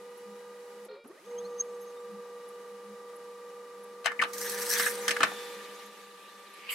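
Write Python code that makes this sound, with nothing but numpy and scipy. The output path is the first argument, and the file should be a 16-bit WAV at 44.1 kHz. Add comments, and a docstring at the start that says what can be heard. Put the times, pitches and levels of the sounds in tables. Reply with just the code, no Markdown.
"""A desktop laser printer, heard close by in a small room: its drive hums from motor steps and gear teeth,
halts with a buzz, and groans back to speed while the mirror motor whistles up.
A solenoid trips the pick-up roller, a sheet rubs and hisses off the stack, and the lift plate clacks back.
The microphone then rises over the lid, where the sheet scrapes and crackles into the exit rollers.
Hums are sums of sines; rubbing and paper are shaped noise; clacks are short bursts that ring the plastic."""
import sys
import numpy as np
from scipy import signal
from scipy.fft import rfft, irfft, next_fast_len
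from scipy.io import wavfile
from scipy.ndimage import uniform_filter1d, map_coordinates

SR = 44100
rng = np.random.default_rng(int(sys.argv[2]) if len(sys.argv) > 2 else 0)


def dump_mix(stems):
    """Bounce the given channels to the path in sys.argv[1] as a 16-bit WAV at rate SR."""
    frames = np.atleast_2d(stems).T  # one column per channel
    limited = np.clip(frames, -1, 1)  # hard clip at full scale
    pcm = np.round(limited * 32767).astype(np.int16)
    wavfile.write(sys.argv[1], SR, pcm)


N = 297234
TIME = np.arange(N) / SR
TOP_HZ = 15800  # nothing sounds above this
SHAFT_HZ = 20.083  # locked speed of the drive shaft, turns a second
# the drive begins to stop, is held still, pulls away, and locks to speed again (s)
STOP_S, HOLD_S, START_S, LOCK_S = 0.86, 0.886, 1.04, 1.27
# the microphone rises from the tray to above the lid: start, duration (s)
RISE_S, RISE_TAKES_S = 5.216, 0.88

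# how well the frame radiates: (frequency [Hz], gain [dB])
FRAME_RADIATION = [(40, -42), (130, -19), (200, -6), (270, -2), (400, 14), (520, 14), (720, -5),
                   (1200, -13.5), (4000, -27)]
# colour of the gears' rumble: (frequency [Hz], relative level [dB])
RUMBLE_COLOUR = [(25, -46), (105, -54), (150, -12), (205, -4), (250, -7), (330, -0.5), (520, 3.5),
                 (700, -5), (920, 1.5), (1070, -7), (1150, 0.5), (1225, 6), (1340, -9), (2500, -40)]
# colour of the paper's hiss: (frequency [Hz], relative level [dB])
PAPER_COLOUR = [(1760, -46), (2600, -13), (3620, -15), (3960, -5), (4310, -1.5), (4910, -2.5), (5900, 2.5),
                (6910, -3.5), (8400, 0.5), (9650, -3), (12100, -0.5), (14000, -6.5), (15800, -10.5)]
# the hums fade and swell as the microphone moves, and the motor step dips as the load jolts: (time [s], motor
# step change [dB], mirror motor change [dB])
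HUM_FADING = [(5.2, 0.5, 0), (5.26, -5.5, -1), (5.42, 1, -0.5), (5.85, 0, 1), (5.97, -1, -1),
              (6.14, 3, -2), (6.26, -8, 1), (6.39, 1.5, 0.5), (6.51, -11, -1.5), (6.7, 1.5, -0.5)]


def amp(db):
    """Turn decibels into a gain."""
    return 10 ** (np.asarray(db) / 20)


def unit(x):
    """Scale to an rms of 1."""
    return x / np.sqrt(np.mean(x ** 2) + 1e-20)


def along(points, hz):
    """Read a curve of (Hz, value) points on a logarithmic frequency axis."""
    point_hz, values = np.transpose(points)
    return np.interp(np.log(hz + 1), np.log(point_hz + 1), values)


def curves(rows):
    """Draw one value per sample for each column after the time."""
    times, *columns = np.transpose(rows)
    return [np.interp(TIME, times, column) for column in columns]


def between(start, end, fade):
    """Open a gate with soft edges."""
    return np.clip((TIME - start) / fade, 0, 1) * np.clip((end - TIME) / fade, 0, 1)


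def ramp(start, length):
    """Rise from 0 to 1 and stay there."""
    return np.clip((TIME - start) / length, 0, 1)


def bump(s, width):
    """Make a smooth swell of height 1 around time s."""
    return np.exp(-((TIME - s) / width) ** 2)


def wobble(rate):
    """Make a smooth random curve with this many random points a second."""
    return map_coordinates(rng.standard_normal(int(N * rate / SR) + 4), [TIME * rate])


def phase(hz):
    """Add up a moving frequency into a running angle."""
    return 2 * np.pi * np.cumsum(hz) / SR


def filtered(x, response):
    """Multiply the spectrum of x by a response that depends on frequency."""
    size = x.shape[-1]
    padded = next_fast_len(size + SR // 8)
    spectrum = rfft(x, padded) * response(np.fft.rfftfreq(padded, 1 / SR))
    return irfft(spectrum, padded)[..., :size]


def resonance(f, centre, width):
    """Respond like one ringing part: strongest at its centre, narrower if it rings longer."""
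    return 1j * f * width / (centre * centre - f * f + 1j * f * width)


def resonate(x, modes):
    """Ring x through (Hz, width Hz, dB) resonances of alternating sign; rms 1."""
    def response(f):
        return sum((-1) ** k * amp(db) * resonance(f, centre, width)
                   for k, (centre, width, db) in enumerate(modes))
    return unit(filtered(x, response))


def noise(spectrum, size=N):
    """Make coloured stereo noise of rms 1, alike left and right in the bass and unrelated in the treble."""
    # (frequency [Hz], left-right likeness [0 to 1])
    likeness = [(100, 1), (400, 0.93), (1300, 0.65), (2000, 0.6), (4000, 0.35), (8000, 0.29),
                (13000, 0.022)]

    def response(hz):
        turn = np.arccos(np.clip(along(likeness, hz), -1, 1)) / 2
        return amp(along(spectrum, hz)) * [np.cos(turn), np.sin(turn)]
    mid, side = filtered(rng.standard_normal((2, size)), response)
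    return unit(np.array([mid + side, mid - side]))


def patchy(x, patchy_db):
    """Give noise random swells, a few hundred Hz wide and some tens of ms long; rms 1."""
    z = signal.stft(x, nperseg=256)[2]
    field = uniform_filter1d(rng.standard_normal(z.shape[1:]), size=3, axis=0)
    field = uniform_filter1d(field, size=9, axis=1)
    return unit(signal.istft(z * amp(patchy_db * unit(field)), nperseg=256)[1][:, :N])


def add(track, s, sound):
    """Mix a sound in at time s."""
    part = track[:, round(s * SR):][:, :sound.shape[-1]]
    part += sound[..., :part.shape[-1]]


def shaft_speed(early_hz=20.18, pull_hz=3.6):
    """Turns a second: steady, braked to rest, then gathering speed by a constant ratio until it locks."""
    braking = early_hz * (1 - ramp(STOP_S, HOLD_S - STOP_S))
    run_up = pull_hz * (SHAFT_HZ / pull_hz) ** ramp(START_S, LOCK_S - START_S)
    return np.where(TIME < START_S, braking, run_up)


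def drive_level(free_db, surge_db, feed_db, lid_db):
    """A layer's level in dB follows the strain of the restart, the load of the sheet and the microphone."""
    # the strain builds up in 0.078 s and settles over 0.53 s
    surge = ramp(LOCK_S, 0.078) * np.exp(-np.maximum(TIME - LOCK_S, 0) / 0.53)
    # the sheet loads the drive from 4.1 s and lets go from 5.27 s
    feed = ramp(4.1, 0.45) - ramp(5.27, 0.78)
    return free_db + surge_db * surge + feed_db * feed + lid_db * ramp(RISE_S, RISE_TAKES_S)


def drive(step_order=24, step_run_up_db=-11, mesh_run_up_db=-23, lock_fade=0.016):
    """Motor steps and gear teeth hum at multiples of one shaft's speed, and sweep, weaker, as it speeds up."""
    # multiples of the shaft speed at which the gears sound, and their relative levels [dB]
    gear_orders = [10, 20, 22, 23, 25, 27, 30, 40, 45, 47, 48, 50, 60, 72, 79, 80, 95, 96, 97, 120, 144,
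                   145, 191, 192]
    gear_db = [-69, -67.5, -76.5, -72.5, -75.5, -71.5, -76, -69.5, -74.5, -72.5, -67, -75.5, -62.8, -77,
               -80, -76, -73, -75, -80, -96, -77, -82, -81.5, -84]
    # layer levels: running free [dB], then extra after the restart, while feeding, above the lid [dB]
    step_levels = (-48, 11.5, 8, -11.5)
    mesh_levels = (0.6, 0.5, 9, -4)
    speed = shaft_speed()
    turning = 1 - between(STOP_S, START_S + 0.01, 0.015)
    slipping = between(START_S - 0.01, LOCK_S + 0.002, lock_fade)
    step_db = drive_level(*step_levels) + step_run_up_db * slipping + curves(HUM_FADING)[0]
    mesh_db = drive_level(*mesh_levels) + mesh_run_up_db * slipping
    shaft = phase(speed * (1 + 0.00089 * wobble(45)))

    def radiated(order):
        # the frame's gain now, relative to its gain at locked speed
        return along(FRAME_RADIATION, order * speed) - along(FRAME_RADIATION, order * SHAFT_HZ)
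    step_gain = amp(step_db + radiated(step_order) + 0.95 * wobble(20))
    out = step_gain * np.sin(step_order * shaft) * amp([[-0.6], [0.6]])
    for order, db in zip(gear_orders, gear_db):
        offset = rng.uniform(0, 2 * np.pi) + rng.normal(0, 0.1, (2, 1))
        gain = amp(db + mesh_db + radiated(order) + 1.8 * wobble(12))
        out += gain * np.sin(order * shaft + offset + 0.18 * wobble(20))
    return np.sqrt(2) * turning * out


def gear_noise(coast_t60=0.32, rest_db=-19, hiss_growth=0.52, swell_width=0.069, run_up_db=-2):
    """Teeth and bearings rub, swelling a little at the shaft's pace; the rumble dies away in the halt."""
    # colours of the hiss and of the frame's drone: (frequency [Hz], relative level [dB])
    hiss_colour = [(820, -49), (1400, -3.5), (1710, -3.5), (1820, -4.5), (1980, -1.5), (2080, -7.5),
                   (2400, -4), (2760, -10.5), (3000, -8.5), (3180, -10), (4020, -8.5), (4310, -9.5),
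                   (9610, -14), (10900, -12.5), (15800, -25.5)]
    drone_colour = [(25, -45), (75, -25.5), (105, -25), (160, -23), (207, 10.5), (240, -39), (400, -42)]
    # layer levels: running free [dB], then extra after the restart, while feeding, above the lid [dB]
    rumble_levels = (-58.5, 6, 9, -1.5)
    hiss_levels = (-59.5, -.5, 13, -2)
    drone_levels = (-70.5, -4, 10.5, 0.5)
    # the drone swells now and then: (time [s], level [dB])
    drone_swells = [(.28, -60), (.83, -66), (1.41, -55.5), (1.54, -65), (1.88, -68), (2.13, -55.5),
                    (2.92, -61)]
    turning = np.sin(2 * np.pi * SHAFT_HZ * TIME)
    coasting = amp(-60 * np.maximum(TIME - 0.965, 0) / coast_t60)
    starting = ramp(START_S, 0.01) * amp(run_up_db * (TIME < LOCK_S))
    shaking = np.where(TIME < START_S, coasting, starting)
    rubbing = np.maximum((shaft_speed() / SHAFT_HZ) ** hiss_growth, amp(rest_db) * (1 + shaking))
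    rumble_gain = shaking * amp(drive_level(*rumble_levels) + 0.57 * wobble(16) + 1.0 * turning)
    hiss_gain = rubbing * amp(drive_level(*hiss_levels) + 0.4 * wobble(24.87) + 0.3 * turning)
    swelling = sum(amp(db) * bump(s, swell_width) for s, db in drone_swells)
    drone_gain = rubbing * amp(drive_level(*drone_levels)) + shaking * swelling
    return rumble_gain * noise(RUMBLE_COLOUR) + hiss_gain * noise(hiss_colour) + drone_gain * noise(drone_colour)


def chirps(pitch_hz=11100, length=0.0075, level_db=-52, waver=0.0263, slip_s=1.081, slip_db=-1):
    """A dry roller bearing squeaks at the same place in each turn, and once as it breaks free after the halt."""
    chirp_s, roller_turns = 1.815, 13.56  # time of one chirp (s), shaft turns per roller turn
    out = np.zeros((2, N))
    t = np.arange(-SR // 25, SR // 25) / SR
    turns = np.cumsum(shaft_speed()) / SR / roller_turns
    since_chirp = turns - np.interp(chirp_s, TIME, turns)
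    times = TIME[1:][np.diff(np.floor(since_chirp)) > 0]
    for s, db in [(s, 0) for s in times] + [(slip_s, slip_db)]:
        slip = waver * unit(uniform_filter1d(rng.standard_normal((2, len(t))), size=70))
        tone = np.sin(2 * np.pi * np.cumsum(pitch_hz * (1 + slip), axis=1) / SR)
        add(out, s + t[0], amp(level_db + db) * np.exp(-(t / length) ** 2) * tone)
    return out


def halt(hold_hz=471, rock_t60=0.35, flutter_db=5, rattle_db=-66):
    """The halted rotor rocks in its magnetic detent, splitting the holding current's buzz and rattling the gears."""
    # buzz of the halted, energised motor: (multiple, level at rest [dB], extra level while rocking [dB])
    hold_tones = [(1, -58.5, -3), (2, -77.5, 10), (3, -75, 10.5), (4, -82, 13), (5, -64, -5), (6, -81, 1),
                  (7, -78, -1), (8, -75, 4), (9, -84, 17), (10, -82, 1), (11, -82, -2)]
    # its rocking mostly quickens, unevenly, as it dies away:
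    # (time [s], rocks a second [Hz], tone above the buzz [dB], tone below it [dB])
    rocking = [(.886, 33, -46, -62), (.9, 41, -47, -56), (.925, 40, -49, -45), (.945, 60, -61, -47.5),
               (.97, 68, -50, -63), (1.0, 110, -60, -70), (1.03, 72, -80, -80)]
    # colour of the rattling gears: (frequency [Hz], relative level [dB])
    rattle_colour = [(300, -30), (900, -13), (1400, 1), (2800, -4), (4200, -2), (6000, -21), (12000, -40)]
    rock_hz, upper_db, lower_db = curves(rocking)
    dying = amp(-60 * np.maximum(TIME - 0.95, 0) / rock_t60)
    rock, current = phase(rock_hz), 2 * np.pi * hold_hz * TIME
    bend = dying * (0.08 * np.sin(rock) + 0.1 * wobble(400))

    def flutter():
        swing = flutter_db * np.sin(rock + rng.uniform(0, 2 * np.pi))
        return np.sqrt(dying) * (swing + 2 * wobble(90.4))
    buzz = sum(amp(db + extra_db * dying + flutter()) * np.sin(k * (current + bend))
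               for k, db, extra_db in hold_tones)
    split = amp(upper_db) * np.sin(current + rock) + amp(lower_db) * np.sin(current - rock)
    rattle = amp(rattle_db + flutter()) * dying * noise(rattle_colour)
    held = ramp(HOLD_S - 0.003, 0.0039) * (1 - ramp(START_S - 0.003, 0.018))
    return held * (np.sqrt(2) * (buzz + split) + rattle)


def restart(groan_order=60, lurch_width=0.0095, grind_db=-7, pull_db=-66, jitter=0.0353, rough_db=3.5):
    """The motor pulls away in lurches; the main gear mesh groans upward with the shaft, through the casing."""
    # overtones of the groan: (multiple, relative level [dB])
    groan_tones = [(1, -1), (2, -13), (3, -11), (4, -23), (5, -22)]
    # the casing around the main gear: (frequency [Hz], gain [dB])
    casing = [(220, -3), (560, -2), (680, -7), (780, -16), (940, -6), (1060, -8), (1230, 6), (1600, -10),
              (1950, 6), (2600, 2)]
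    # the lurches: (time [s], level [dB])
    lurches = [(1.061, -48.5), (1.107, -47.5), (1.128, -54), (1.155, -51), (1.183, -55)]
    hz = groan_order * shaft_speed()
    angle = phase(hz * (1 + jitter * wobble(200)))
    tones = sum(amp(db + along(casing, k * hz) + rough_db * wobble(110)) * np.sin(k * angle)
                for k, db in groan_tones)
    toothed = (1 + np.cos(angle)) * noise(RUMBLE_COLOUR)
    grind = amp(grind_db) * unit(filtered(toothed, lambda f: amp(along(FRAME_RADIATION, f))))
    effort = amp(pull_db) * between(START_S, LOCK_S + 0.022, 0.016)
    effort += sum(amp(db) * bump(s, lurch_width) for s, db in lurches)
    return effort * (np.sqrt(2) * tones + grind)


def rebounds(count=3):
    """Each blow is followed by quicker contacts, mostly weaker; the soft scrape before the first clack grows."""
    # the motor's kick, solenoid, cam, lift plate and flaps: (time [s], level [dB], main pitch [Hz],
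    # thud [dB], crack [dB], loss per rebound, negative if it grows louder [dB],
    # fall an octave from the pitch [dB], left minus right [dB])
    blows = [(1.045, -51.5, 1240, 4, -26, 5, 8, 0), (4.044, -35, 2620, -33, -4.5, -4, -2, 7),
             (4.058, -17, 1620, -33, -6, 20, -2, 2.5), (4.0672, -17, 1690, -32, -23, 25, 11, 2.5),
             (4.077, -22.5, 1800, -22, -24, 12, 9, 2.5), (4.094, -31, 1775, -31, -30, 1, 30, 0),
             (4.117, -28.5, 1460, -31, -16, 7.5, 17, 2), (4.192, -17.5, 2200, -17, -34, 26, 65, 3.5),
             (4.199, -17, 1950, -38, -27, 19, 55, 0), (4.215, -23.5, 1480, -40, -12, 22, -3, 8.5),
             (4.22, -27, 2700, -35, -6, 24, 6, 8), (4.2239, -15, 1280, -31, -18, 24, 24, -2),
             (4.2355, -21.5, 1720, -20, -14.5, 6, -1, 2), (4.797, -20.5, 1620, -17, -5, 19, 17, 0),
             (4.864, -16.5, 1780, -27, -23, 7, 16, -1), (5.08, -18, 1810, -19, 0.5, 20, 26, 0.5),
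             (5.091, -20.5, 1740, -20, -5, 8, 14, -2), (5.107, -22.5, 2780, -30, -1, 8, 11, 1),
             (5.111, -20.5, 1940, -26, -3, 17, 13, 1), (5.1652, -20, 1560, -32, -14.5, 21, 14, -1),
             (5.2053, -16.5, 1340, -10.5, -15, 8, 5, 0), (5.22, -24.5, 2520, -16, -18, 12, 13, -1),
             (5.231, -10.5, 1404, -26, -8, 18, 5, 1), (5.2362, -17, 1390, -14, -15, 8, 5, 2),
             (5.247, -24.5, 2250, -8, -22, 11, 15, -.5), (5.265, -28.5, 1360, -18, -27, 9, 13, -4),
             (5.316, -33, 795, -5.5, -16, 12, 12, -1), (6.69, -29, 2840, -45, -29, 2, 37, -8)]
    flight_s, shrink = 0.0085, 0.9  # first flight (s), each flight over the one before
    for s, db, hz, thud, crack, loss_db, focus_db, pan_db in blows:
        for k in range(count):
            flights = sum(shrink ** j for j in range(k))
            level = db - loss_db * k ** 1.04
            softer_crack = crack - 7 * k
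            yield s + flight_s * flights, level, hz, thud, softer_crack, focus_db, pan_db


def clacks(contact_t60=0.019, crack_t60=0.04, thud_t60=0.19, note_t60=0.032, knock_db=-25, ring_db=-23.0,
           note_db=-7, crack_db=-21, thud_db=-22, dull_db=6, detune=0.014, low_cut_hz=110):
    """Plastic parts strike and chatter: each sounds a note, levers crack, the housing rings, the frame thuds."""
    # resonances of the plastic housing: (frequency [Hz], width [Hz], relative level [dB])
    housing = [(657, 100, -4), (883, 73, 1.5), (1202, 85, 0), (1370, 73, 2), (1493, 52, -1.5),
               (1614, 47, 4), (1770, 68, 2.5), (1915, 72, 2), (2085, 68, -2.5), (2250, 50, 4),
               (2546, 80, -1), (2720, 80, 5), (3030, 140, 0.5), (3650, 70, 1.5), (4050, 130, 1)]
    # small, stiff parts of the feed: (frequency [Hz], width [Hz], relative level [dB])
    levers = [(3040, 320, 2), (3705, 82, -2.5), (3900, 280, -12), (4400, 170, 0.5), (5120, 190, 0.5),
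              (5470, 44, 0.5), (6140, 270, -0.5), (7230, 250, -5), (7850, 410, -1.5), (9870, 770, -4.5),
              (12200, 1100, -10.5)]
    # the bare contact before the housing rings, and the thud: (frequency [Hz], level [dB])
    knock_colour = [(400, -30), (900, -5.5), (1300, 1.5), (2200, 0.5), (3300, -4), (6000, -27)]
    thud_colour = [(40, -50), (95, -40), (140, -7), (180, 2), (300, 4), (450, -1), (800, -1), (2000, -36)]
    crack_colour = [(1500, -10), (4000, 2.0), (15000, -4.0)]  # (Hz, dB)
    out, size = np.zeros((2, N)), SR // 5
    t = np.arange(size) / SR

    def decay(t60):
        return amp(-60 * t / t60) * (1 - np.exp(-t / 0.00039))

    def burst(spectrum, t60):
        return noise(spectrum, size=size) * decay(t60)
    for s, db, hz, thud, crack, focus_db, pan_db in rebounds():
        # the blow's colour is set around the part's pitch
        contact = [(hz / 2, -focus_db), (hz, 0), (hz * 2, -focus_db - dull_db),
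                   (hz * 4, -focus_db - 2 * dull_db)]
        pitch = hz * (1 + rng.normal(0, detune))
        drift = 0.0071 * np.cumsum(rng.standard_normal(size))
        note = amp(note_db) * decay(note_t60) * np.sin(2 * np.pi * pitch * t + drift)
        blow = burst(contact, contact_t60)
        knock = amp(knock_db) * unit(filtered(blow, lambda f: amp(along(knock_colour, f))))
        ring = knock + amp(ring_db) * resonate(blow, housing)
        snap = amp(crack + crack_db) * resonate(burst(crack_colour, crack_t60), levers)
        boom = amp(thud + thud_db) * unit(burst(thud_colour, thud_t60))
        sides = np.array([[pan_db], [-pan_db]]) / 2
        add(out, s, amp(db + sides) * (note + ring + snap + boom))
    return filtered(out, lambda f: f ** 2 / np.hypot(f ** 2, low_cut_hz ** 2))


def mirror(mirror_hz=294.15, beam_s=5.32, beam_width=0.26, beam_db=27, lid_db=15, rasp_db=-21,
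           jitter=0.0066, flare_width=0.018):
    """The laser's mirror motor whistles up through resonances, then sings; high tones beam out of the top."""
    # the run-up: (time [s], pitch [Hz])
    run_up = [(1.172, 0), (1.46, 1440), (1.6, 2120), (1.69, 2530), (1.83, 3120), (1.97, 3640), (2.05, 3850)]
    # tones of the whistle: (multiple, relative level [dB])
    whistle_tones = [(3, 0.5), (4, -35), (5, -29), (6, -13.5), (8, -27), (11, -24)]
    # resonances of the scanner: (frequency [Hz], width of one stage [Hz], level [dB])
    scanner = [(2150, 600, -66), (3200, 900, -62), (4270, 450, -57), (6380, 190, -31)]
    # overtones that flare up briefly near full speed: (time [s], multiple, level [dB])
    flares = [(1.69, 3, -72), (1.74, 3, -69), (1.83, 4, -62), (1.98, 1, -64.5), (2.01, 2, -69)]
    # steady tones: (multiple, level [dB], share of the beaming gain [0 to 1])
    steady_tones = [(2, -75, 0), (4, -56.7, .09), (6, -78, .7), (12, -83.5, 1)]
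    spin, = curves(run_up)
    angle = phase(spin * (1 + jitter * wobble(700)))
    whistle = sum(amp(db) * (k * spin < TOP_HZ) * np.sin(k * angle) for k, db in whistle_tones)
    rasp = amp(rasp_db + 4 * wobble(45.1)) * rng.standard_normal(N)
    whistle = between(LOCK_S - 0.04, 1.95, 0.048) * amp(3.3 * wobble(60.0)) * (whistle + rasp)
    # each resonance acts three times in a row
    out = filtered(whistle, lambda f: sum(amp(db) * resonance(f, centre, width) ** 3
                                          for centre, width, db in scanner))
    out += sum(amp(db) * bump(s, flare_width) * np.sin(k * phase(spin)) for s, k, db in flares)
    beaming_db = beam_db * bump(beam_s, beam_width) + lid_db * ramp(RISE_S, RISE_TAKES_S / 2)
    fading_db = curves(HUM_FADING)[1]
    singing = between(1.39, 8, 0.053)  # fades in and lasts to the end
    for k, db, share in steady_tones:
        tone = np.sin(k * mirror_hz * 2 * np.pi * TIME + 0.14 * wobble(24))
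        out += singing * amp(db + share * beaming_db + fading_db + 0.7 * wobble(15)) * tone
    return np.sqrt(2) * out


def fibres(per_s=2400, spread_db=3, clump_db=3.5):
    """Tiny snaps of paper fibres come in clumps; rms 1."""
    chance = amp(clump_db * wobble(70)) * per_s / SR
    snaps = (rng.random(N) < chance) * rng.standard_normal(N)
    snaps = snaps * amp(spread_db * rng.standard_normal((2, N)))
    return unit(filtered(snaps, lambda hz: amp(along(PAPER_COLOUR, hz))))


def paper(grain_db=-0.7, rub_gain_db=0, hiss_gain_db=0.5, inside_db=-47, inside_lid_db=-9, roller_db=-55):
    """The roller brushes the stack, then fibres catch and slip; inside the machine the sheet sounds duller."""
    # the sheet sliding off the stack: (time [s], rub [dB], hiss before its gain [dB])
    slide = [(4.33, -55, -50.5), (4.402, -49, -44), (4.42, -45, -39.5), (4.44, -47, -37.5),
             (4.496, -39.5, -37), (4.56, -44.5, -41), (4.66, -44, -36.5), (4.725, -37.5, -31),
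             (4.792, -29.5, -30.5), (4.845, -34.5, -36), (4.868, -32, -30.5), (4.908, -43.5, -39),
             (4.97, -49, -47.5), (5.06, -46.5, -47.5)]
    # colours of the rub and of the sheet inside: (frequency [Hz], relative level [dB])
    rub_colour = [(200, -90), (450, -37.5), (700, -38), (950, -3), (1100, -10), (1250, -5), (1450, 0),
                  (1750, 7.5), (2080, 2.5), (2600, -7), (3500, -4.5), (4300, -9), (5500, -44), (9000, -90)]
    inside_colour = [(740, -34), (1250, -4), (1380, -7), (1720, 1.5), (2080, -3), (2360, 0.5), (3350, -3.5),
                     (3650, -8), (3770, -0.5), (5130, -8.5), (11900, -13.5), (14100, -14), (15800, -51)]
    rub_db, hiss_db = curves(slide)
    grains = unit(amp(grain_db * wobble(900) + 1.6 * wobble(60)))
    rub = amp(rub_db + rub_gain_db) * patchy(noise(rub_colour), patchy_db=4.0)
    friction = patchy(noise(PAPER_COLOUR) + 1.2 * fibres(), patchy_db=3.6)
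    hiss = amp(hiss_db + hiss_gain_db) * friction * amp([[0.6], [-0.6]])
    roller = amp(roller_db) * between(4.24, 4.36, 0.058) * noise(PAPER_COLOUR)
    inside_gain = amp(inside_db + inside_lid_db * ramp(RISE_S, RISE_TAKES_S) + 0.8 * wobble(21))
    inside = inside_gain * patchy(noise(inside_colour), patchy_db=3.0)
    sliding = between(4.327, 5.12, 0.0055) * grains * (rub + hiss)
    return roller + sliding + between(5.06, 8, 0.09) * inside


def jerks():
    """The sheet breaks free from the stack in small jerks, each a brief, bright burst of noise."""
    # (time [s], level [dB], time to fall by 60 dB [s])
    jerk_list = [(4.333, -38, .2), (4.381, -31, 0.049), (4.407, -39.5, 0.076), (4.413, -32, 0.073),
                 (4.496, -31, 0.093), (4.518, -35, 0.064), (4.616, -35, 0.13), (4.714, -28.5, 0.082),
                 (4.782, -28, .07)]
    out = np.zeros((2, N))
    t = np.arange(SR // 5) / SR
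    for s, db, t60 in jerk_list:
        add(out, s, amp(db - 60 * t / t60) * noise(PAPER_COLOUR, size=len(t)))
    return out


def trailing_edge(level_db=-49, width_hz=450):
    """As the last of the sheet slides in, a band of its hiss glides down."""
    # (time [s], centre [Hz])
    glide = [(4.87, 10500), (4.93, 9500), (5.0, 8300), (5.03, 6300), (5.08, 5960)]
    hz, = curves(glide)
    band = unit(filtered(rng.standard_normal((2, N)), lambda f: np.exp(-(f / width_hz) ** 2)))
    gain = amp(level_db + 3.1 * wobble(50)) * between(glide[0][0], glide[-1][0], 0.022)
    # multiplying by a sine moves the low band of noise up to the gliding pitch
    return np.sqrt(2) * gain * band * np.sin(phase(hz))


def sheet_exit(exit_s=6.691, grain_db=3, approach_db=-46, approach_db_per_s=110, scrape_db=-40.0,
               crackle_db=-37):
    """The leading edge scrapes ever louder along the guide, then crackles between the exit rollers."""
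    # colours of the scrape and the crackle: (frequency [Hz], relative level [dB])
    scrape_colour = [(300, -89), (1000, -12), (1600, -17.5), (2200, -0.5), (3250, -8), (3700, -25),
                     (4700, -13), (6000, -35), (9000, -73)]
    crackle_colour = [(800, -90), (3000, -27), (6400, -15), (7200, -1), (8500, 1), (9500, -11), (11300, 4),
                      (13000, 1), (15800, -14)]
    grains = unit(amp(grain_db * wobble(600)))
    approach = amp(approach_db - approach_db_per_s * np.abs(TIME - exit_s))
    scrape = (approach + amp(scrape_db) * ramp(exit_s, 0.002)) * noise(scrape_colour)
    crackle = ramp(exit_s, 0.025) * amp(crackle_db) * noise(crackle_colour)
    return grains * (scrape + crackle)


def room(x):
    """The walls answer with a diffuse tail in which the treble dies first."""
    # (frequency [Hz], time to fall by 60 dB [s])
    tail_t60 = [(200, 0.26), (2000, 0.2), (10000, 0.055)]
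    hz, t, z = signal.stft(rng.standard_normal((2, SR // 2)), SR, nperseg=256)
    tail = signal.istft(z * amp(-60 * t / along(tail_t60, hz)[:, None]), SR, nperseg=256)[1]
    delayed = np.pad(x, ((0, 0), (200, 0)))  # in samples
    return signal.fftconvolve(delayed, tail / np.linalg.norm(tail[0]), axes=1)[:, :N]


def scene():
    """The running machine, with the room answering its clacks and chirps."""
    motors = drive() + gear_noise() + halt() + restart() + mirror()
    hits = chirps() + clacks()
    sheet = paper() + jerks() + trailing_edge() + sheet_exit()
    return motors + sheet + hits + amp(-14.0) * room(hits)


def record(dry):
    """Nothing is kept above the band limit."""
    return filtered(dry, lambda hz: hz < TOP_HZ)


dry = scene()
out = record(dry)
dump_mix(out)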